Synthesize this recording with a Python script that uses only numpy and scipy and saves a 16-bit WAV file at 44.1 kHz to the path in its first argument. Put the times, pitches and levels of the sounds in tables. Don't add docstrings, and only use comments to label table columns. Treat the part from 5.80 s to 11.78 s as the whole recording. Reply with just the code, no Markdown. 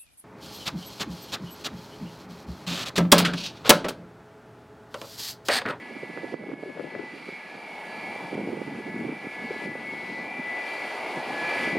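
import sys
import numpy as np
from scipy import signal
from scipy.fft import rfft, irfft, next_fast_len
from scipy.io import wavfile
from scipy.ndimage import uniform_filter1d

SR = 44100
rng = np.random.default_rng(int(sys.argv[2]) if len(sys.argv) > 2 else 0)


def unload_wav(signal):
    wavfile.write(
        sys.argv[1],
        SR,
        np.round(np.clip(np.atleast_2d(signal).T, -1, 1) * 32767).astype(np.int16),
    )


N = 263718
NEAR_SHAFT_HZ, FAR_SHAFT_HZ = 70.9, 69.73


def from_db(db):
    return 10 ** (np.asarray(db) / 20)


def rms_one(x):
    return x / np.sqrt(np.mean(x ** 2) + 1e-20)


def in_time(rows):
    s, *columns = np.transpose(rows)
    return [np.interp(np.arange(N) / SR, s, column) for column in columns]


def at_hz(points, hz):
    table_hz, values = np.array(points).T
    return np.interp(np.log(hz), np.log(table_hz), values)


def filtered(x, order, hz, kind):
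    return signal.sosfilt(signal.butter(order, hz, kind, fs=SR, output="sos"), x)


def high_part(x, hz):
    return signal.sosfiltfilt(signal.butter(2, hz, "high", fs=SR, output="sos"), x)


def drift(rate_hz):
    step = 40
    r = np.exp(-2 * np.pi * rate_hz * step / SR)
    noise = rng.standard_normal(N // step + 2002)
    slow = signal.lfilter([1], [1, -2 * r, r * r], noise)[2000:]
    return np.interp(np.arange(N) / step, np.arange(len(slow)), rms_one(slow))


def coloured(spectrum, count):
    size = next_fast_len(N)
    hz = np.maximum(np.arange(size // 2 + 1) * SR / size, 1)
    white = rfft(rng.standard_normal((count, size)))
    return white * from_db(at_hz(spectrum, hz)), hz, size


def tone(hz, waver_hz, level_db):
    cycles = np.cumsum(hz + waver_hz * drift(4)) / SR + rng.random()
    return np.sqrt(2) * from_db(level_db) * np.sin(2 * np.pi * cycles)


def twinkling_tones(shaft_hz, orders, over_db, level_db, waver_hz, twinkle_db):
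    total = 0
    for order, db in zip(orders, over_db):
        tone_db = level_db + db + twinkle_db * drift(4)
        total = total + tone(order * shaft_hz, waver_hz * (order / 30) ** 2, tone_db)
    return total


# (time [s], level [dB rms])
STAGE_24_BLADES = [(0.0, -55), (0.1, -48.5), (0.18, -63), (0.32, -45.5), (0.51, -52), (0.58, -62),
                   (0.9, -52.5), (1.2, -51.5), (1.3, -70), (1.33, -61), (1.55, -72), (1.63, -50),
                   (1.96, -59), (2.05, -48), (2.53, -52), (2.63, -70), (3.2, -48.5), (3.28, -68),
                   (3.6, -44.5), (4.38, -60), (4.41, -48), (4.63, -62), (4.88, -47.5), (5.3, -63),
                   (5.38, -42), (5.45, -56), (5.65, -32.5), (5.9, -40), (5.98, -60)]
STAGE_28_BLADES = [(0.0, -48), (0.13, -58), (0.23, -46), (0.7, -53), (0.75, -67), (0.98, -62), (1.15, -44),
                   (1.32, -45.5), (1.37, -55), (1.65, -47.5), (1.72, -71), (2.3, -47), (2.53, -52),
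                   (3.46, -44), (3.7, -48.5), (3.81, -41), (4.18, -45.5), (4.4, -35), (4.46, -46.5),
                   (4.66, -36), (5.0, -37), (5.28, -53), (5.36, -37.5), (5.5, -71), (5.58, -45),
                   (5.93, -32), (5.98, -39)]
STAGE_31_BLADES = [(0.0, -53), (0.22, -44), (0.51, -71), (0.55, -75), (0.65, -48), (1.38, -63), (1.5, -44),
                   (1.82, -62), (1.9, -42.5), (2.16, -52), (2.25, -39.5), (2.46, -64), (2.65, -45),
                   (2.76, -66), (3.26, -45.5), (3.3, -55), (3.6, -41), (3.93, -52), (4.1, -39.5),
                   (4.63, -55), (4.75, -41.5), (4.88, -55), (5.03, -39), (5.09, -63), (5.3, -39),
                   (5.48, -75), (5.91, -37), (5.98, -41)]
STAGE_33_BLADES = [(0.0, -66), (0.1, -57), (0.17, -47), (0.3, -61), (0.51, -58), (0.58, -73), (1.01, -76),
                   (1.58, -47.5), (1.68, -57), (1.86, -49), (2.03, -66), (2.16, -43.5), (2.71, -53),
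                   (2.75, -65), (3.51, -45.5), (3.61, -65), (3.71, -50), (3.78, -56), (3.83, -45),
                   (3.96, -57), (4.38, -50), (4.53, -41), (4.78, -47.5), (4.85, -38), (5.33, -52),
                   (5.56, -43), (5.68, -34.5), (5.98, -37.5)]


def loud_stages(waver_hz, flicker_db):
    levels = []
    for stage in (STAGE_24_BLADES, STAGE_28_BLADES, STAGE_31_BLADES, STAGE_33_BLADES):
        s, db = np.transpose(stage)
        root_gain = np.interp(np.arange(N) / SR, s, from_db(db / 2))
        rounded = uniform_filter1d(root_gain, size=1500)
        levels.append(2 * 20 * np.log10(rounded))
    levels.append(levels[-1] - 8.5 + 3 * drift(2.5))
    total = 0
    for blades, db in zip((24, 28, 31, 33, 34), levels):
        total = total + tone(blades * NEAR_SHAFT_HZ, waver_hz, db + flicker_db * drift(6))
    return total


# (time [s], level near 4 kHz that breath and overtones are set against [dB], highest overtones' level [dB])
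UPPER_WHINE = [(0.0, -71, -75), (0.5, -70, -76), (0.78, -91, -88), (0.82, -72, -75), (0.95, -75, -80),
               (1.25, -70, -71), (1.45, -66, -68), (2.03, -71, -70), (2.16, -63, -62), (2.65, -73, -77),
               (3.51, -73, -76), (3.73, -61, -64), (3.95, -72, -80), (4.38, -60, -74), (4.6, -76, -81),
               (4.96, -59, -59), (5.2, -63, -59), (5.51, -59.5, -68), (5.7, -56.5, -61), (5.98, -63, -62)]


def upper_whine():
    level_db, top_db = in_time(UPPER_WHINE)
    lines = twinkling_tones(NEAR_SHAFT_HZ, (56, 62), (-4, -12), level_db, waver_hz=.5, twinkle_db=3.2)
    lines += twinkling_tones(FAR_SHAFT_HZ, (56,), (-7,), level_db, waver_hz=.5, twinkle_db=3.2)
    lines += twinkling_tones(NEAR_SHAFT_HZ, (64, 65, 66), (-5, 0, -2), top_db, waver_hz=.8, twinkle_db=3.5)
    breath_hz, width_hz, breath_db = 4280, 510, 5
    edges_hz = [breath_hz - width_hz / 2, breath_hz + width_hz / 2]
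    breath = filtered(rng.standard_normal(N), 1, edges_hz, "band")
    return lines + from_db(level_db + breath_db) * rms_one(breath)


def fan_tones(hiss_db):
    near = twinkling_tones(NEAR_SHAFT_HZ, (39, 41, 48, 51), (-27, -26, -27, -28),
                           hiss_db, waver_hz=1.2, twinkle_db=4.0)
    far = twinkling_tones(FAR_SHAFT_HZ, (24, 28, 31, 33, 39), (-14, -12.5, -14.5, -9.5, -19),
                          hiss_db, waver_hz=2.2, twinkle_db=4.0)
    return near + far


# (frequency [Hz], left-right likeness [0 to 1])
CHANNEL_LIKENESS = [(60, 0.17), (150, 0.88), (380, 1), (940, 0.96), (1400, 0.9), (2360, 1), (5910, 0.79),
                    (14800, 0.54)]


def turbulent_noise(spectrum, patchy_db, low_hz, count):
    (mid, side), hz, size = coloured(spectrum, count=2)
    alike = np.clip(at_hz(CHANNEL_LIKENESS, hz), 0, 1)
    mid, side = np.sqrt(1 + alike) * mid, np.sqrt(1 - alike) * side
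    octave = np.clip(np.log2(hz / low_hz), 0, count - 1)
    out, together = 0, drift(5)
    for k in range(count):
        share = np.clip(1 - np.abs(octave - k), 0, 1)
        band = irfft([share * (mid + side), share * (mid - side)], size)[:, :N]
        out = out + band * from_db(patchy_db * (.8 * together + drift(10)))
    return rms_one(out)


# (time [s], level over or under the fan hiss [dB])
TREBLE_LEVEL = [(0, 0), (.8, 1), (1.3, -3), (1.9, 1), (2.4, 1), (3.0, 1), (4.0, 0), (4.9, -0.5), (5.5, 0),
                (5.98, -2.5)]


def treble_surges(hiss):
    top = high_part(hiss, 7000)
    return hiss + (from_db(in_time(TREBLE_LEVEL)[0]) - 1) * top


# (frequency [Hz], relative density [dB per Hz])
HISS_COLOUR = [(900, -25), (1150, -2.5), (1500, -2.5), (1730, -7), (1950, 0.5), (2300, 1), (2700, -3.5),
               (3000, -8), (3200, -7), (3900, -16), (4500, -14), (5000, -16.5), (6000, -23.5), (7200, -24),
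               (8000, -28.5), (8700, -23.5), (9600, -21.5), (15000, -40.5)]


def fan_hiss(level_db):
    noise = turbulent_noise(HISS_COLOUR, patchy_db=.83, low_hz=1040, count=5)
    return treble_surges(from_db(level_db) * noise)


# (frequency [Hz], relative density [dB per Hz])
ROAR_COLOUR = [(18, -85), (30, -72), (54, -58), (108, -22.5), (190, -24), (252, -6), (346, -3), (600, -0.5),
               (790, 1.5), (870, 2.5), (970, -1.5), (1000, -4.5), (1300, -15), (1690, -18.5), (2860, -120)]


def exhaust_roar(level_db):
    return from_db(level_db) * turbulent_noise(ROAR_COLOUR, patchy_db=.85, low_hz=107, count=4)


# (frequency [Hz], relative density [dB per Hz])
WIND_COLOUR = [(18, -84), (60, -22), (137, -8.5), (221, 0), (344, -5.5), (684, -20.5), (874, -13.5),
               (1120, -62), (1500, -22.5), (1950, -52), (3300, -120)]


def buffeting(level_db, lumpy_db):
    spectra, _, size = coloured(WIND_COLOUR, count=2)
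    lumps = from_db(lumpy_db * drift(17.7))
    return from_db(level_db) * rms_one(lumps * irfft(spectra, size)[:, :N])


# (time [s], level [dB], left minus right before flapping [dB],
# middle pitch of the small puffs [Hz])
GUST_CURVES = [(0, -50.5, -3, 330), (0.4, -45, -12, 380), (0.65, -44, -4, 430), (1.15, -46, 16, 443),
               (1.35, -46, -9, 326), (1.6, -53, -10, 310), (1.9, -55, -5, 300), (2.3, -43, 0, 310),
               (2.49, -44.5, -1, 312), (2.53, -34.5, -1.5, 376), (2.8, -38.5, -9, 356),
               (2.84, -41, -4, 300), (2.9, -36.5, -7, 260), (3.04, -40.5, -5, 268), (3.09, -39, -6, 270),
               (3.2, -39.5, -2, 250), (3.33, -36, -3, 280), (3.4, -47.5, -7, 283), (3.6, -44.5, -11, 305),
               (3.85, -40.5, 1, 327), (4.05, -47, -6, 323), (4.3, -41.5, -5, 298), (5.0, -54, -5, 300),
               (5.5, -43, 1, 336), (5.76, -46.5, -3, 377), (5.98, -31, 0, 357)]


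def wind():
    level_db, pan_db, pitch_hz = in_time(GUST_CURVES)
    shared, own = buffeting(level_db, lumpy_db=3.0)
    small = small_puffs(level_db, pitch_hz)
    both = shared + puffs(small, slide=.3, edge_ratio=3.4, edge_s=.0004, rustle_db=-9.5)
    flapping_pan_db = pan_db + 6.5 * drift(33)
    lean = np.tanh(np.log(10) / 40 * flapping_pan_db) * both + from_db(-14.0) * own
    side = high_part(lean, 300)
    return filtered([both + side, both - side], 4, [120, 2800], "band")


def small_puffs(level_db, pitch_hz):
    per_s, over_db, edge_db, width_ms = 70, 4, -14, 2.5
    place, weaker, higher = rng.random((round(per_s * N / SR), 3)).T
    i = (place * N).astype(int)
    peaks_db = level_db[i] + over_db - 7 * weaker
    centres_hz = pitch_hz[i] * (.8 + .4 * higher)
    widths_ms = width_ms * (.7 + weaker)
    return [*zip(i / SR, peaks_db, centres_hz, edge_db + 0 * place, widths_ms)]


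# (crest time [s], peak level [dB], centre frequency [Hz],
# sharp edge relative to the peak [dB], width [ms])
STRONG_PUFFS = [(0.11, -34, 390, -15, 3.2), (0.166, -29.5, 281, -6, 4.2), (0.234, -23, 400, -14, 2.05),
                (0.299, -32.5, 313, -10, 6.3), (0.375, -26, 383, 1, 1.7), (0.383, -31, 333, -3, 5),
                (0.435, -30, 433, -24, 2.2), (0.444, -23.5, 370, -13, 2.9), (0.525, -29, 350, -24, 4),
                (0.542, -18.5, 363, -11.5, 2), (0.605, -33, 297, -20, 3.9), (0.639, -33, 465, -2, 4),
                (0.67, -29, 358, -22, 3.6), (0.692, -30.5, 343, -4, 11), (0.718, -23.5, 350, -6, 1.7),
                (0.737, -27, 294, -4, 5.8), (0.794, -32, 527, -14, 1.6), (0.83, -31, 440, -11, 2.3),
                (0.836, -28, 484, -7, 1.4), (0.862, -31, 394, -20, 6), (0.883, -33, 356, -26, 13),
                (0.9, -29, 390, -10, 2.3), (0.966, -36, 448, -14, 4.5), (0.975, -31.5, 500, -1, 3.4),
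                (0.996, -24.5, 390, -6, 2.7), (1.008, -29.5, 473, -2, 6.3), (1.045, -26, 404, -16, 2.7),
                (1.072, -34, 405, -24, 2.8), (1.152, -25.5, 490, 0.5, 1.6), (1.162, -25, 330, -24, 2.1),
                (1.197, -25, 387, -7, 4.4), (1.238, -33.5, 350, -24, 4.9), (1.34, -35.5, 307, -24, 9.2),
                (1.489, -29.5, 350, -4, 3.5), (1.526, -34, 285, -9, 1.7), (1.754, -30.5, 290, -12, 1.5),
                (2.361, -28, 402, -22, 2), (2.53, -21.5, 366, -29.5, 2), (2.554, -21, 310, -18, 1.4),
                (2.58, -22, 416, -24, 2.7), (2.599, -26, 353, -20, 1.8), (2.608, -24, 360, -24, 2.1),
                (2.652, -26, 370, -16, 3.1), (2.675, -24, 300, -20, 1.9), (2.692, -22, 370, -9, 0.87),
                (2.706, -30, 360, -16, 4.2), (2.734, -23.5, 353, -19, 6.4), (2.773, -20.5, 370, -20, 1.6),
                (2.817, -21.5, 402, -20, 2.2), (2.879, -28.5, 288, -22, 9), (2.925, -30.5, 260, -22, 8.8),
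                (2.996, -30.5, 323, -21, 16), (3.07, -32, 291, -20, 15), (3.145, -28, 258, -14, 5.1),
                (3.163, -23, 305, -11, 2.4), (3.198, -27.5, 304, -13, 5.2), (3.211, -26, 293, -22, 4.4),
                (3.252, -27, 326, -24, 12), (3.268, -28.5, 294, -21, 8.1), (3.293, -23, 330, -5, 5.3),
                (3.324, -28, 295, -24, 10), (3.461, -34, 326, -15, 4.0), (3.47, -27, 293, -24, 1.9),
                (3.711, -22, 430, -14, 3), (3.765, -30, 344, -18, 3.3), (3.822, -29, 363, -19, 1.6),
                (3.86, -24.5, 318, -27, 1.5), (3.875, -29.5, 337, -31, 4.5), (3.916, -31, 405, -19, 3),
                (3.955, -24, 450, -18, 1.6), (4.137, -25, 474, -16, 0.78), (4.597, -28.5, 252, -24, 8.5),
                (5.372, -24.5, 327, -16, 3.2), (5.831, -26.5, 346, -14, 2.9), (5.875, -25, 290, -34, 3.9),
                (5.906, -28, 438, -26, 1.9), (5.956, -20, 380, -16, 3.1), (5.969, -20, 385, -24, 1.8)]


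def puffs(small, slide, edge_ratio, edge_s, rustle_db):
    rows = [*STRONG_PUFFS, *small]
    half = round(.03 * SR)
    t = np.arange(-half, half) / SR
    chance = rng.random((len(rows), 4))
    rustles = rms_one(filtered(rng.standard_normal((len(rows), len(t))), 2, 190, "low"))
    out = np.zeros(N + len(t))
    for (s, peak_db, centre_hz, edge_db, width_ms), (a, b, c, d), rustle in zip(rows, chance, rustles):
        u = t / (width_ms / 1000)
        turns = centre_hz * t * (1 + slide * (2 * b - 1) * np.tanh(u)) + .3 + .4 * a
        body = np.exp(-1.5 * u ** 2) * np.sin(2 * np.pi * turns)
        rustle_shape = np.exp(-(t / (.0052 + width_ms / 700)) ** 2)
        body += from_db(rustle_db) * rustle_shape * rustle * np.cos(2 * np.pi * centre_hz * t)
        edge_hz = edge_ratio * centre_hz * from_db(edge_db / 4) * (.9 + .2 * d)
        edge = np.exp(-(t / edge_s) ** 2) * np.sin(2 * np.pi * (edge_hz * t + c))
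        i = round(s * SR)
        out[i:i + len(t)] += from_db(peak_db) * (body + from_db(edge_db) * edge)
    return out[half:half + N]


# (time [s], depth [dB])
GAIN_DIPS = [(0.544, 7), (0.74, 3.5), (2.55, 4), (3.86, 4.5)]


def gain_dips_db():
    fall_s, recover_s = .0039, .41
    total = np.zeros(N)
    for s, depth_db in GAIN_DIPS:
        since = np.maximum(np.arange(N) / SR - s, 0)
        total -= depth_db * np.minimum(since / fall_s, 1) * np.exp(-since / recover_s)
    return total


# (time [s], fan hiss level [dB], exhaust roar level [dB])
ENGINE_LEVELS = [(0, -49, -47), (0.5, -49.5, -47), (1.1, -47, -44.5), (1.48, -46.5, -50), (1.7, -47, -45),
                 (2.4, -44.5, -40), (3.3, -47.5, -45.5), (3.8, -43.5, -41), (4.6, -44, -40.5),
                 (4.88, -40.5, -37.5), (5.55, -39, -32.5), (5.72, -36, -32.5), (5.88, -35, -36),
                 (5.98, -41.5, -37.5)]


def scene():
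    hiss_db, roar_db = in_time(ENGINE_LEVELS) + gain_dips_db()
    whine = loud_stages(waver_hz=1.5, flicker_db=1.8) + upper_whine() + fan_tones(hiss_db)
    sway_db = 1.4 * drift(1.0) / 2
    swaying_whine = whine * from_db([sway_db, -sway_db])
    return swaying_whine + fan_hiss(hiss_db) + exhaust_roar(roar_db) + wind()


def record(dry):
    return signal.sosfilt(signal.ellip(12, .5, 60, 15150, fs=SR, output="sos"), dry)


dry = scene()
out = record(dry)
unload_wav(out)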